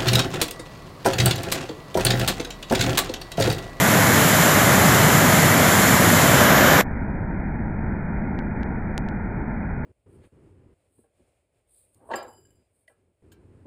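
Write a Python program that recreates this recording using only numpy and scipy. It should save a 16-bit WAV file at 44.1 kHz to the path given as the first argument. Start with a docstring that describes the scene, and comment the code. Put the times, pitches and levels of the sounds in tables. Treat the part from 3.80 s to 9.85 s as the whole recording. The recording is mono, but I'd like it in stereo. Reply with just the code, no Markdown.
"""Behind the spectators' fence of a drag strip, two jet cars hold their turbines at a loud idle on the line.
Turbulent exhaust, made as shaped noise, roars and throbs under a hiss, with faint tones at shaft multiples.
At 2.5 s an afterburner lights: a second shaped noise grows and the roar swells.
Just after 3 s the sound abruptly goes dull, as if the microphones had choked: a pulsing rumble stays,
with a few pointed ticks on the right."""
import sys
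import numpy as np
from scipy import signal
from scipy.fft import rfft, irfft
from scipy.io import wavfile
from scipy.ndimage import uniform_filter1d

SR = 44100
rng = np.random.default_rng(int(sys.argv[2]) if len(sys.argv) > 2 else 0)


def dump(signal):
    """Clip the signal to [-1, 1] and save it as 16-bit WAV at the path in sys.argv[1]."""
    limited = np.clip(np.atleast_2d(signal).T, -1, 1)
    pcm = np.round(limited * 32767).astype(np.int16)
    wavfile.write(sys.argv[1], SR, pcm)


N = 266805
TIME = np.arange(N) / SR  # s
FREQ = np.maximum(np.arange(N // 2 + 1) * SR / N, 1)  # Hz, kept above zero for the logarithm
CHOKE_S = 3.0125  # moment at which the sound goes dull


def jets():
    """Jet noise: turbulent mixing radiates broadband sound; large eddies throb, small ones rush, the finest hiss."""
    # spectrum of the idling exhaust: (frequency [Hz], relative density [dB per Hz])
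    idle_spectrum = [(20, -67), (50, -60.5), (100, -41), (160, -38), (290, -44), (370, -49), (510, -49),
                     (610, -46), (850, -49.5), (1600, -48.5), (2100, -50.5), (2500, -56.5), (5000, -60.5),
                     (14400, -63)]
    # spectrum of the afterburner flame: (frequency [Hz], relative density [dB per Hz])
    flame_spectrum = [(20, -63), (60, -49.5), (140, -38), (290, -42), (440, -46), (590, -41), (900, -46.5),
                      (1600, -42.5), (2100, -48.5), (2600, -53.5), (4500, -59.5), (7000, -63), (9300, -68),
                      (12500, -61)]
    # colour of the two microphone ports: (frequency [Hz], left gain [dB], right gain [dB])
    port_colour = [(887, -3, -3.5), (1417, -4, -2), (2240, -1, -2), (2810, 0.6, -3.5), (3100, 1.8, 1.5),
                   (4200, 1.0, -4), (4680, 0, -5), (6010, 2.5, -0.5), (7280, 10.5, -3), (9100, -8.5, -5.5),
                   (9440, 2.8, -1), (10500, 5, -7), (12040, 0.8, 4), (12850, 5, -5.5)]
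    # likeness of the roar at the two ports: (frequency [Hz], shared part of the power [0-1])
    port_likeness = [(60, 0.97), (140, 0.98), (290, 0.91), (640, 0.8), (1400, 0.41), (3000, 0.13),
                     (7000, 0.1)]
    # level of the throb: (time [s], level [dB])
    throb_course = [(0, -19.2), (.35, -18.6), (.8, -19.5), (1.03, -17), (1.65, -17.5), (1.95, -19.5),
                    (2.25, -17), (3.0, -19)]
    spool_start_db, spool_s = -1.2, 0.61  # the idle starts lower and comes up in this time
    pilot_db, flame_db = -22.5, -.5  # flame gain before lighting and when fully lit
    idle_yield_db = -8  # change of the idling exhaust in the mixture once the flame is lit
    idle_rush_db, rush_rise_db = -16, 3.5  # rush at idle, and its rise under the afterburner

    lit = afterburner()
    spool_db = spool_start_db * np.maximum(1 - TIME / spool_s, 0)
    idle_db = spool_db + idle_yield_db * lit ** 4
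    flame_gain = undb(pilot_db) * (1 - lit) + undb(flame_db) * lit
    likeness = spectrum(port_likeness)

    idle = turbulence(spectrum(idle_spectrum), likeness, lag_ms=0.08)
    flame = turbulence(spectrum(flame_spectrum), likeness, lag_ms=0.17)
    flame = panned(flame, db=-5.0)
    exhaust = idle * undb(idle_db) + flame * flame_gain
    roar = filtered(exhaust, undb(spectrum(port_colour)))
    tones = turbine() * undb(idle_db)
    throb, rush, hiss = eddies(roar + tones, large_hz=372, small_hz=2400)

    throb_db, = curves(throb_course)
    throb = swell(throb, throb_db, hold_s=0.11)
    rush_db = idle_rush_db + spool_db + rush_rise_db * lit
    rush = swell(rush, rush_db + .2 * walk(9), hold_s=0.1)
    # the finest eddies come in quick spurts
    hiss = hiss * undb(0.35 * walk(12) + .4 * walk(220))
    return throb + rush + hiss


def afterburner():
    """Logistic growth of a flame, from 0 at idle to 1 when fully lit."""
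    half_grown_s, growth_s = 2.555, 0.058  # moment of half growth, time constant
    return .5 + .5 * np.tanh((TIME - half_grown_s) / (2 * growth_s))


def turbine(wander=.0009, flutter_db=6.0, tone_db=-1.5):
    """Harmonics of rotation: tones on multiples of a nearly steady shaft rate; hot air makes each fade in and out."""
    # turbine tones: (multiple of the shaft rate [1], relative level [dB], left minus right [dB])
    blade_tones = [(1, -33, 0), (2, -33, 2), (10, -43, 2), (12, -44, 1), (14, -48, 2), (17, -48, 9),
                   (21, -45, 4), (23, -48, 12), (31, -46, 10)]
    shaft_hz = 301.2
    turns = np.cumsum(shaft_hz * (1 + wander * walk(7.7))) / SR
    out = np.zeros((2, N))
    for multiple, db, pan_db in blade_tones:
        start = rng.random((2, 1))  # in turns, drawn for each side
        phase = 2 * np.pi * (multiple * turns + start) + 1.5 * walk(15.25)
        gain = undb(db + tone_db + flutter_db * walk(14))
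        out += panned(gain * np.sin(phase), pan_db)
    return out


def muffled_roar():
    """Low-pass filtering of jet noise: the treble goes; slow buffeting, a throb near 200 Hz and a weak rush stay."""
    # spectrum of the muffled roar: (frequency [Hz], left relative density, right relative density [dB per Hz])
    dull_spectrum = [(12, -56.5, -51), (35, -40.5, -47), (127, -55.5, -48), (204.7, -52.5, -43),
                     (297, -56, -54), (520, -64.5, -64.5), (730, -68, -64), (907, -60.5, -68.5),
                     (1020, -70.5, -75.5), (1190, -78, -75.5), (1420, -67.5, -63.5), (1820, -70, -74),
                     (2213, -72, -75), (2730, -83.5, -91)]
    # level of the muffled throb: (time [s], level [dB])
    dull_throb_course = [(3.05, -26.5), (4.1, -24.5), (4.75, -25), (5.05, -26), (6.03, -26.5)]
    buffet_start_db, ebb_db_per_s = -28, 1  # the buffeting ebbs from this level
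    rush_db, dull_hz = -33, 2500  # level of the rush, upper limit of the sound

    roar = turbulence(spectrum(dull_spectrum), likeness=0.28, lag_ms=1.122)
    buffet, throb, rush = eddies(roar, large_hz=78, small_hz=375)
    buffet_db = buffet_start_db - ebb_db_per_s * (TIME - CHOKE_S)
    buffet = swell(panned(buffet, db=-4.5), buffet_db, hold_s=.18)
    throb_db, = curves(dull_throb_course)
    throb = swell(panned(throb, db=0.8), throb_db, hold_s=.08)
    rush = swell(rush, rush_db + 0.45 * walk(6.3), hold_s=.2)
    return filtered(buffet + throb + rush, below(dull_hz, order=300))


def ticks():
    """Impulses: brief pointed notches of pressure, wide in spectrum, in the right channel alone."""
    # ticks: (time [s], depth before the final low-pass [dB], half-width at a quarter of the depth [ms])
    tick_list = [(4.5902, -14.5, 0.12), (4.8325, -17, 0.11), (5.179, -3.5, 0.054), (5.2881, -17, 0.1)]
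    right = np.zeros(N)
    for s, db, ms in tick_list:
        offset = (TIME - s) * 10 ** 3 / ms
        right -= undb(db) / (1 + offset ** 2) ** 2
    return np.array([np.zeros(N), right])


def turbulence(db, likeness, lag_ms):
    """Partial coherence: random pressure of a given density at two ports, the shared part later at the right."""
    shared, *own = rfft(rng.standard_normal((3, N)))
    likeness = np.clip(likeness, 0, 1)
    lag_s = np.array([[0], [lag_ms / 10 ** 3]])
    arrival = np.exp(-2j * np.pi * FREQ * lag_s)
    # the powers of the shared and own parts add up to one
    pair = np.sqrt(likeness) * shared * arrival + np.sqrt(1 - likeness) * np.array(own)
    return irfft(pair * undb(db) * np.sqrt(SR / 2), N)


def eddies(x, large_hz, small_hz):
    """Eddy size sets pitch: split a roar into low, middle and high parts that add up to it."""
    low, high = below(large_hz, order=12), 1 - below(small_hz, order=12)
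    return filtered(x, low), filtered(x, 1 - low - high), filtered(x, high)


def swell(x, db, hold_s):
    """Envelope control by short-time power: follow a level curve; flutter faster than hold_s stays its own."""
    size = max(int(hold_s * SR), 1)
    power = uniform_filter1d(uniform_filter1d(np.mean(x ** 2, axis=0), size), size)
    return x * undb(db) / np.sqrt(np.abs(power) + 1e-12)


def walk(rate):
    """Band-limited random modulation: levels held 1 / rate s and smoothed twice; spread near 1."""
    k = max(int(SR / rate), 1)
    steps = rng.standard_normal(N)[np.arange(N) // k]
    return 1.3 * uniform_filter1d(uniform_filter1d(steps, k), k)


def panned(x, db):
    """Interaural level difference: make the left side louder than the right by db."""
    return x * undb(np.array([[1], [-1]]) * db / 2)


def filtered(x, gain):
    """Linear filtering: multiply the spectrum by a gain per frequency."""
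    return irfft(rfft(x) * gain, N)


def below(hz, order):
    """Low-pass gain, one half at hz; one minus it is the matching high-pass."""
    ratio = np.minimum(FREQ / hz, 2 ** (40 / order))  # bounded so that the power cannot overflow
    return 1 / (1 + ratio ** order)


def spectrum(table):
    """Logarithmic pitch scale: columns of a table joined by straight lines in log frequency."""
    hz, *columns = np.transpose(table)
    return np.array([np.interp(np.log(FREQ), np.log(hz), c) for c in columns])


def curves(table):
    """Piecewise-linear envelopes: columns of a table joined by straight lines in time."""
    s, *columns = np.transpose(table)
    return [np.interp(TIME, s, c) for c in columns]


def undb(db):
    """Logarithmic level law: decibels to amplitude gain."""
    return 10 ** (np.asarray(db) / 20)


def scene(drop_db=-14, fade_s=0.016, return_s=0.014):
    """Superposition: the open roar drops at once and dies away, the muffled one takes its place, ticks add."""
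    since = np.maximum(TIME - CHOKE_S, 0)
    fade = undb(drop_db) * np.exp(-(since / fade_s) ** 2)
    open_gain = np.where(since > 0, fade, 1)
    dull_gain = 1 - np.exp(-since / return_s)
    return jets() * open_gain + muffled_roar() * dull_gain + ticks()


def record(dry):
    """Saturation and band limit: the phone clips peaks at full scale and cuts the top."""
    top_hz = 14520
    low_pass = signal.ellip(14, .1, 80, top_hz, fs=SR, output="sos")  # ripple and stop-band in dB
    return signal.sosfilt(low_pass, np.clip(dry, -1, 1))


dry = scene()
out = record(dry)
dump(out)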